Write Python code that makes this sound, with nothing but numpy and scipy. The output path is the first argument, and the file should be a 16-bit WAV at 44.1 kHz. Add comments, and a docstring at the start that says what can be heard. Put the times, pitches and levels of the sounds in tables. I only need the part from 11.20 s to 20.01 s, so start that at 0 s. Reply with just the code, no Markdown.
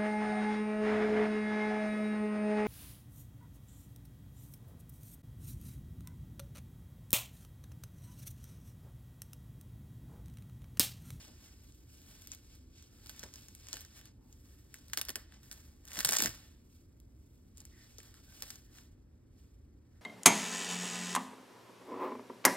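"""In a quiet room, close to a phone microphone, gloved hands press and tear a hook-and-loop strap
on padded gear. The hooks let go as sharp snaps, one by one and in a dense rip. Between the snaps
the fabric rustles, the strap's edge scrapes and the padding thuds, all over the room's low rumble.
The phone widens the sound by shifting the waves (the phase) of one channel against the other."""
import sys
import numpy as np
from scipy import signal
from scipy.fft import rfft, irfft, next_fast_len
from scipy.io import wavfile
from scipy.ndimage import uniform_filter1d

SR = 44100
rng = np.random.default_rng(int(sys.argv[2]) if len(sys.argv) > 2 else 0)


def unload_wav(signal):
    """Save mono or channel-first audio to the path in sys.argv[1] as 16-bit WAV at rate SR, clipped to [-1, 1]."""
    wavfile.write(
        sys.argv[1],
        SR,
        np.round(np.clip(np.atleast_2d(signal).T, -1, 1) * 32767).astype(np.int16),
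    )


N = 388521

# The tone of the room's rumble. Each row: frequency in Hz, relative level in dB.
RUMBLE_TONE = [(24, -28.5), (40, -3), (81, -0.5), (97, -6.5), (125, -7), (152, -16.5), (244, -12.5),
               (287, -13.5), (325, -16.5), (694, -35), (1940, -43.5), (2600, -48), (3000, -58),
               (3900, -83.5), (6600, -120)]
# How alike left and right are, for the rumble and for the other sounds.
# Each row: frequency in Hz, likeness from 0 (unrelated) to 1 (the same).
RUMBLE_LIKENESS = [(40, .995), (80, .99), (140, .94), (250, .87), (400, .5), (900, .3), (2000, .7)]
NEAR_LIKENESS = [(300, .95), (700, .6), (1500, .95), (2600, .7), (4000, .82), (6000, .96), (16000, .95)]
# The room's echo. Each row: frequency in Hz, fade time in seconds (the time to drop by 60 dB).
ECHO_FADES = [(200, .4), (1000, 0.3), (3000, 0.79), (6000, 0.46), (12000, 0.19)]
# Knocks on the padding. Each row: start in seconds, peak in dB, fade time in seconds, pitch in Hz.
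KNOCKS = [(.07, -56.5, 0.43, 332), (2.028, -45, 0.17, 393.5), (2.529, -49.5, 0.17, 418.5),
          (3.773, -44.5, 0.065, 414), (3.893, -43.5, 0.045, 370.5), (3.956, -46.5, 0.08, 419.6),
          (4.772, -42.5, 0.087, 227), (4.849, -42.5, 0.037, 131.4), (4.891, -41, 0.19, 334),
          (4.991, -38, 0.084, 370), (5.017, -34.5, 0.083, 290), (5.045, -34, 0.064, 259.4),
          (5.067, -40.5, 0.13, 100), (6.783, -51, 0.035, 483), (7.222, -52, 0.052, 490)]
# How the padding rings. Each row: frequency and width as multiples of the pitch, level in dB.
PADDING_RINGS = [(.5, .4, -6), (1, .45, -0.5), (1.5, .5, -5), (2.4, 1.2, -11.5)]
# Scrapes of the strap's edge. Each row: start and end in seconds, pitch in Hz, level in dB.
SCRAPES = [(2.93, 3.197, 845, -81), (6.495, 6.694, 1910, -71.5), (6.912, 7.014, 1320, -75),
           (7.042, 7.188, 1540, -75.5), (7.416, 7.524, 1770, -82)]
# The tone of rubbed fabric. 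Each row: frequency in Hz, relative level in dB.
FABRIC_TONE = [(700, -37), (1500, -10), (2500, -3.5), (4000, -5), (5500, -1), (8000, -7)]
# Glove strokes on the fabric. Each row: loudest moment in seconds, level in dB, milliseconds to rise
# and to fall by 20 dB, shares of dull rub and of treble in dB. A share is a level against the main part.
STROKES = [(0.0, -55, 50, 229, -6.5, -10), (.245, -62.5, 170.5, 260.5, -6, -7.5),
           (.47, -67, 250.5, 120, -8, -4), (0.571, -73, 149, 150, -16, 0),
           (.72, -68.5, 120, 400.5, -15, -2.5), (.93, -63, 449.5, 600, -6, -4),
           (1.13, -57, 110.5, 70, -18, -18), (1.34, -65, 249.5, 150, -10, -11),
           (1.584, -62, 80.5, 199.5, -18, -23), (1.779, -69.5, 350, 298.5, -3, -3.5),
           (1.88, -61.5, 119, 300.5, -10.5, -7), (2.05, -57.5, 301.5, 79.5, -5.5, -13),
           (2.18, -60, 150.5, 300.5, -8.5, -6), (2.389, -68.5, 200, 202, -17, -4),
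           (2.55, -52.5, 181, 200.5, -7, -11.5), (2.78, -58.5, 101, 69.5, -5, -6),
           (2.87, -62, 129, 59.5, -6, -20), (3.11, -77, 160, 499.5, -17, 0),
           (3.31, -72, 400, 450.5, -3.5, 0), (3.55, -64.5, 90.5, 250, -6, -7),
           (3.719, -67, 120, 300, -6, -5), (4.139, -62.5, 79, 110, -2, -16),
           (4.25, -66.5, 69, 300.5, -4.5, -1.5), (4.33, -61.5, 60, 300.5, -3.5, -2),
           (5.56, -73.5, 280, 199.5, -13.5, -1.5), (6.15, -80.5, 800, 599.5, -22, 0.5),
           (6.375, -67, 40.5, 299, -8, -8), (6.64, -64.5, 278.5, 221.5, -6.5, -8.5),
           (6.74, -69.5, 150.5, 49.5, -11, -7), (6.79, -63, 60, 150, -12, -20),
           (6.865, -64, 140, 101, -3.5, -4.5), (6.99, -69, 400, 110, -5, -10),
           (7.12, -67, 109, 398, -8, -16.5), (7.29, -56.5, 329.5, 180.5, -6.5, -3),
           (7.575, -61, 100, 140, -4.5, -6), (8.2, -74.5, 119.5, 270.5, -6.5, -5.5),
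           (8.76, -81.5, 260, 401, 1.5, -7)]
# The long pull that rips the strap open. Each row: time in seconds, rustle level in dB.
LONG_PULL = [(4.55, -90), (4.65, -72.5), (4.69, -60), (4.76, -50), (4.84, -55), (4.92, -46), (4.96, -39),
             (4.979, -52), (5.0, -42.5), (5.07, -46), (5.17, -62.5), (5.32, -72), (5.45, -86)]
# Jerks in which a row of hooks gives way at once. Each row: time in seconds, rustle level in dB,
# fade time in seconds, shares of dull rub and of treble in dB.
JERKS = [(3.775, -45, .12, 0.5, -6.5), (3.815, -55, 0.43, -3, -9.5), (3.887, -51, .12, 2.5, -11.5),
         (3.958, -58.5, .35, 1.5, -4.5), (4.77, -46, .12, -0.5, -6), (4.789, -43.5, 0.11, -2, 1.5),
         (4.802, -41, .12, -2, -7.5), (4.829, -47, .08, -5, -7), (4.848, -36, .14, -6, -1.5),
         (4.887, -36.5, .2, -5, 1), (4.921, -37, .25, -0.5, 2), (4.984, -29.5, 0.13, -10, -6.5),
         (5.02, -34, .2, -9, -3.5)]
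# How the strap rings: two rows each for its stiff backing, its hooks and the fine treble.
# Each row: frequency in Hz, width in Hz, level in dB.
STRAP_RINGS = [(1630, 350, -5.5), (2920, 1200, -9), (5500, 2500, -3.5), (7560, 2330, 0),
               (10900, 11000, -2.5), (14550, 1000, -3.5)]
# The clearest snaps of hooks letting go.
# Each row: start in seconds, level in dB, shares of backing and of treble in dB.
SNAPS = [(0.523, -46, -13, -11), (1.0209, -34, -1, 30), (1.0729, -27, -27, 16), (1.1177, -26.5, -31, -8.5),
         (1.136, -34, -13, 11.5), (1.1492, -29, -23, 9), (1.3529, -39.5, -10, 10), (1.6251, -41, -12, 0),
         (1.8605, -33.5, -23, 0), (1.87, -33.5, -17, 0), (1.8951, -23.5, -6.5, 4), (1.9641, -38, 1.5, 22),
         (1.9943, -29, -24, -1), (2.0312, -34, -1.5, -5), (2.0361, -27, -4.5, 0),
         (2.1389, -30.5, -38, -1.5), (2.1581, -32, -26, -2), (2.2846, -34, -16, 0), (2.3509, -29, -20, 28),
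         (2.4699, -34.5, -7, -3.5), (2.4861, -29.5, -26, -1.5), (2.5302, -19.5, -24.5, -2.5),
         (2.541, -28, -10, -12.5), (2.569, -27, -1.5, 1.5), (2.608, -28.5, -15, 20),
         (2.6169, -31.5, -5, 6.5), (2.6496, -36.5, -6.5, -0.5), (2.7917, -42, -0.5, 2.5),
         (2.8132, -40, 0, 2.5), (2.8562, -36.5, -21.5, 4), (3.1273, -42, -30, -4.5),
         (3.5423, -25.5, 8.5, 14.5), (3.5866, -42.5, -12.5, -0.5), (3.6832, -34.5, -6, 18),
         (3.699, -40.5, -2, 4), (3.734, -12, 0.5, 6.5), (3.7741, -10, -2, 5.5), (3.78, -18.5, -4.5, 10),
         (3.7863, -23, -1.5, 0.5), (3.7928, -22, -12.5, 5), (3.8141, -11.5, -2, 7),
         (3.8517, -24.5, -17, 10), (3.886, -20.5, -2, 4), (3.8928, -13, 11, 18), (3.9033, -20, -29, 6),
         (3.9571, -14, 7, 12.5), (3.9623, -23, -11, 15.5), (4.1229, -43, 7, 5), (4.2322, -43, -5, 1),
         (4.314, -25.5, -5.5, 1.5), (4.3231, -31, -22, 17), (4.3282, -26.5, 1.5, 19.5),
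         (4.6535, -32.5, -6.5, 12), (4.6704, -42, -19, 1.5), (4.6776, -35.5, -7.5, -2),
         (4.7071, -35.5, -11.5, 2), (4.684, -37, -14, -0.5), (4.7181, -34.5, 0, -9.5),
         (4.7329, -26, -18.5, 9), (4.738, -29, 1, 13.5), (4.7502, -28.5, -9, 8), (4.7713, -25, -1, -3),
         (4.7901, -13.5, -3, 4.5), (4.8058, -11.5, 0, 8), (4.8304, -28, -4.5, -0.5), (4.8485, -6.5, -13, 4),
         (4.8588, -14.5, -17, -10), (4.8729, -17, -10, -7.5), (4.8863, -16, -6.5, 7.5),
         (4.9098, -16, -22, -1.5), (4.9228, -14, -12.5, -1.5), (4.932, -13.5, -8, 2.5),
         (4.9372, -14, -10, -10.5), (4.9489, -23.5, -4.5, -2), (4.9647, -15, -13, -7),
         (4.9684, -10, -14.5, -2.5), (4.9861, -10.5, -16.5, -2.5), (4.993, -19, -16.5, 3),
         (5.0034, -16, -8.5, -3.5), (5.0226, -4.5, -7.5, 8.5), (5.0345, -19.5, -10.5, -2),
         (5.0483, -18.5, -5.5, 2.5), (5.0593, -13, -6.5, -2), (5.0702, -25, 2.5, 0.5),
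         (5.8015, -41.5, -26.5, 37), (6.3726, -40, -23, -4.5), (6.3809, -32.5, -19, 33),
         (6.4041, -33.5, -22, -6.5), (6.417, -41, -17, 17), (6.4529, -30, -2, 34), (6.7841, -30, -13, 0.5),
         (6.803, -41.5, -2, -3.5), (6.8317, -35.5, 4, 24), (6.9418, -39.5, -5, 0),
         (7.2075, -38.5, -25, -3.5), (7.223, -15.5, -31.5, 5), (7.3042, -25, -9.5, -4.5),
         (7.3072, -28.5, -16.5, 1.5), (7.3573, -33.5, -18, -1.5), (7.5852, -42.5, 2, -5.5)]
# The phone's widening. Each row: frequency in Hz, angle in radians by which left leads right.
PHASE_LEAD = [(0, 0), (350, -.15), (750, -.9), (1150, 0), (1900, .15), (2500, 2.0), (3500, 1.0),
              (5000, 1.7), (6000, 3.14), (10200, 9.42), (14700, 15.7), (17000, 19)]
# The phone's balance. Each row: frequency in Hz, level of left over right in dB.
BALANCE = [(300, -0.5), (600, 2.5), (1200, 1.5), (3500, -1.5), (6000, -0.5)]

RUMBLE_DB, HISS_DB, ECHO_DB = -58.5, -92, -11
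REST_DB, REST_DULL_DB, REST_TREBLE_DB = -87, -9, -7.5  # the faint rustle of resting hands
PULL_DULL_DB, PULL_TREBLE_DB = -3.5, -5.5
JERK_RISE_S = .003  # time to rise by 20 dB
TRAIL_DB, TRAIL_FADE_S = -30, .091  # the short crackle behind each listed snap
STRAY_COUNT, STRAY_OVER_RUSTLE_DB, STRAY_SPREAD_DB = 120, 9.5, 3
STRAY_BACKING_DB, STRAY_TREBLE_DB = -9.5, 7.5
TOP_HZ = 16000  # the phone cuts off sound above this


def gain_of(db):
    """Turns decibels into a number to multiply by."""
    return 10 ** (np.asarray(db) / 20)


def unit_level(x):
    """Scales a sound so that its average strength (rms) is 1."""
    return x / np.sqrt(np.mean(x ** 2) + 1e-20)


def look_up(table, hz):
    """Reads between a table's rows, with frequency spaced by octaves."""
    freqs, values = np.transpose(table)
    return np.interp(np.log(hz + 1), np.log(freqs + 1), values)


def filtered(x, gain):
    """Multiplies each frequency in a sound by gain(hz)."""
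    size = next_fast_len(x.shape[-1])
    return irfft(rfft(x, size) * gain(np.fft.rfftfreq(size, 1 / SR)), size)[..., :x.shape[-1]]


def ring(x, rings):
    """Lets a sound ring at each row's frequency; the rows are added and subtracted in turn."""
    out = np.zeros(x.shape)
    for k, (hz, width, db) in enumerate(rings):
        decay = np.exp(-np.pi * width / SR)
        pole = decay * np.exp(2j * np.pi * hz / SR)
        out += (-1) ** k * gain_of(db) * signal.lfilter([1 - decay], [1, -pole], x).real
    return out


def stereo(common, other, likeness):
    """Makes left and right: a common sound plus and minus an unrelated one."""
    mid = filtered(common, lambda hz: np.sqrt((1 + look_up(likeness, hz)) / 2))
    side = filtered(other, lambda hz: np.sqrt((1 - look_up(likeness, hz)) / 2))
    return np.array([mid + side, mid - side])


def rumble_and_hiss():
    """The room rumbles low and steady, and the microphone hisses faintly."""
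    low_noise = filtered(rng.standard_normal((2, N)), lambda hz: gain_of(look_up(RUMBLE_TONE, hz)))
    rumble = stereo(*unit_level(low_noise), RUMBLE_LIKENESS)
    hiss = stereo(*rng.standard_normal((2, N)), NEAR_LIKENESS)
    return gain_of(RUMBLE_DB) * rumble + gain_of(HISS_DB) * hiss


def room_echo(x):
    """The room adds a tail of noise in which each frequency dies at its own speed."""
    hz, t, bands = signal.stft(rng.standard_normal(SR // 2), SR, nperseg=256)
    fades = gain_of(-60 * t / look_up(ECHO_FADES, hz)[:, None])
    tail = signal.istft(bands * fades, SR, nperseg=256)[1]
    age = np.arange(len(tail)) / SR
    tail *= 1 + 13 * gain_of(-60 * age / .033)  # the table and the near wall answer first
    tail[:100] = 0
    return signal.oaconvolve(x, tail / np.linalg.norm(tail))[:N]


def scattered(x):
    """Sound bounces off the moving hands and gear: just as strong, but with its phase jumbled."""
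    bands = signal.stft(x, nperseg=96)[2]
    jumbled = bands * np.exp(2j * np.pi * rng.random(bands.shape))
    return unit_level(signal.istft(jumbled, nperseg=96)[1][:N]) * np.std(x)


def padding_thuds():
    """Soft, fading pushes make the foam and its cover ring with a low thud."""
    length = 6000
    out, t = np.zeros(N + length), np.arange(length) / SR
    for start, db, fade, hz in KNOCKS:
        swell = 1 - np.exp(-t / .004)
        push = rng.standard_normal(length) * swell * gain_of(-60 * t / min(fade, .3))
        ringing = ring(push, np.multiply(PADDING_RINGS, [hz, hz, 1]))
        thud = ring(ringing, [(hz, 3 * hz, 0)])
        at = round(start * SR)
        out[at:at + length] += gain_of(db) * thud / abs(thud).max()
    return out[:N]


def edge_scrapes():
    """The strap's edge scrapes with a fuzzy pitch: a narrow band of noise swells and fades."""
    out = np.zeros(N)
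    for start, end, hz, db in SCRAPES:
        span = slice(round(start * SR), round(end * SR))
        band = [(hz, 330, 0)]
        tone = ring(ring(rng.standard_normal(N)[span], band), band)
        out[span] = gain_of(db) * unit_level(tone) * signal.windows.tukey(len(tone), .6)
    return out


def hand_effort():
    """Adds up the hands' moves into three dB curves: rustle level, dull share and treble share."""
    t = np.arange(0, N / SR + .002, .001)
    pull = np.interp(t, *np.transpose(LONG_PULL), left=-120, right=-120)
    moves = [(np.full_like(t, REST_DB), REST_DULL_DB, REST_TREBLE_DB),
             (pull, PULL_DULL_DB, PULL_TREBLE_DB)]
    for peak, db, rise_ms, fall_ms, dull, treble in STROKES:
        drop_db = 20 * 1000 * np.where(t < peak, (peak - t) / rise_ms, (t - peak) / fall_ms)
        moves.append((db - drop_db, dull, treble))
    trails = [(start, db + TRAIL_DB - max(treble, 0), TRAIL_FADE_S, PULL_DULL_DB, PULL_TREBLE_DB + treble)
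              for start, db, _, treble in SNAPS]
    for peak, db, fade, dull, treble in JERKS + trails:
        drop_db = np.where(t < peak, 20 * (peak - t) / JERK_RISE_S, 60 * (t - peak) / fade)
        moves.append((db - drop_db, dull, treble))
    power, dull_power, treble_power = sum(gain_of([db, db + dull, db + treble]) ** 2
                                          for db, dull, treble in moves)
    curves = 10 * np.log10([power, dull_power / power, treble_power / power])
    return [np.interp(np.arange(N) / SR, t, curve) for curve in curves]


def fabric_rustle(level_db, dull_db, treble_db):
    """Gentle rubbing gives a smooth hiss; harder pulls break single hooks loose and crackle."""
    crackle_share = np.clip((level_db + 72.5) / 42, .05, .85)
    tick_sizes = gain_of(4.5 * np.minimum(rng.exponential(1, N), 3.5))
    ticks = tick_sizes * (rng.random(N) < 600 / SR)  # about 600 a second
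    fading_ticks = signal.lfilter([1], [1, -np.exp(-1 / (.00039 * SR))], ticks)
    crackle = unit_level(fading_ticks * rng.standard_normal(N))
    flicker = gain_of(1.5 * unit_level(uniform_filter1d(rng.standard_normal(N), 600)))
    hiss = flicker * rng.standard_normal(N)
    rub = np.sqrt(1 - crackle_share) * hiss + np.sqrt(crackle_share) * crackle
    body = filtered(rub, lambda hz: gain_of(look_up(FABRIC_TONE, hz)) / np.sqrt(1 + (hz / 8000) ** 6))
    treble = unit_level(filtered(rub, lambda hz: (hz < TOP_HZ) / np.sqrt(1 + (8000 / (hz + 1)) ** 6)))
    dull = unit_level(ring(rub, [(650, 410, -9), (1840, 380, -2.5)]))
    return gain_of(level_db) * (unit_level(body) + gain_of(treble_db) * treble + gain_of(dull_db) * dull)


def stray_snaps(level_db):
    """Rows for small snaps at random moments, more often and louder where the rustle is strong."""
    effort_so_far = np.cumsum(gain_of(.55 * level_db))
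    at = np.searchsorted(effort_so_far, rng.random(STRAY_COUNT) * effort_so_far[-1])
    usual_db = [(db + STRAY_OVER_RUSTLE_DB, STRAY_BACKING_DB, STRAY_TREBLE_DB) for db in level_db[at]]
    varied_db = rng.normal(usual_db, STRAY_SPREAD_DB)
    return np.column_stack([at / SR, varied_db]).tolist()


def hook_snaps(rows):
    """One hook lets go sharply, a short scatter of others follows, and the strap rings."""
    length = 600
    out, t = np.zeros(N + length), np.arange(length) / SR
    fade = gain_of(-60 * t / .003) + .2 * gain_of(-60 * t / .014)
    for start, db, backing_db, treble_db in rows:
        noise, sizes = rng.standard_normal((2, length))
        release = noise * gain_of(3.5 * abs(sizes)) * fade
        release[0] = 3.34 * release.std() * np.sqrt(60)  # the first hook breaks loose hardest
        parts = []
        for row, window in [(0, 120), (2, 24), (4, 9)]:
            part = ring(release, STRAP_RINGS[row:row + 2])
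            part -= uniform_filter1d(part, window)  # smaller parts give off less bass
            parts.append(part / np.linalg.norm(part))
        backing, hooks, treble = parts
        bright = hooks + gain_of(treble_db) * treble
        snap = (gain_of(backing_db) * backing + bright) / abs(signal.hilbert(bright)).max()
        at = round(start * SR)
        out[at:at + length] += gain_of(db) * snap
    bass_cut = signal.butter(2, 450, "high", fs=SR, output="sos")  # the strap is too small to make bass
    return signal.sosfilt(bass_cut, out[:N])


def scene():
    """Mixes strap, fabric and padding with their echo and the background, in stereo."""
    level_db, dull_db, treble_db = hand_effort()
    snaps = hook_snaps(SNAPS + stray_snaps(level_db))
    near = snaps + fabric_rustle(level_db, dull_db, treble_db) + padding_thuds() + edge_scrapes()
    heard = near + gain_of(ECHO_DB) * room_echo(near)
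    return stereo(heard, scattered(heard), NEAR_LIKENESS) + rumble_and_hiss()


def record(dry):
    """The phone shifts phase and level in opposite ways for left and right, then cuts the top treble."""
    def half_shift(hz):
        lead = np.interp(hz, *np.transpose(PHASE_LEAD))
        return np.sqrt(gain_of(look_up(BALANCE, hz))) * np.exp(.5j * lead)

    left = filtered(dry[0], half_shift)
    right = filtered(dry[1], lambda hz: 1 / half_shift(hz))
    treble_cut = signal.firwin(255, TOP_HZ, window=("kaiser", 9), fs=SR)
    return signal.oaconvolve(np.array([left, right]), treble_cut[None], "same")


dry = scene()
out = record(dry)
unload_wav(out)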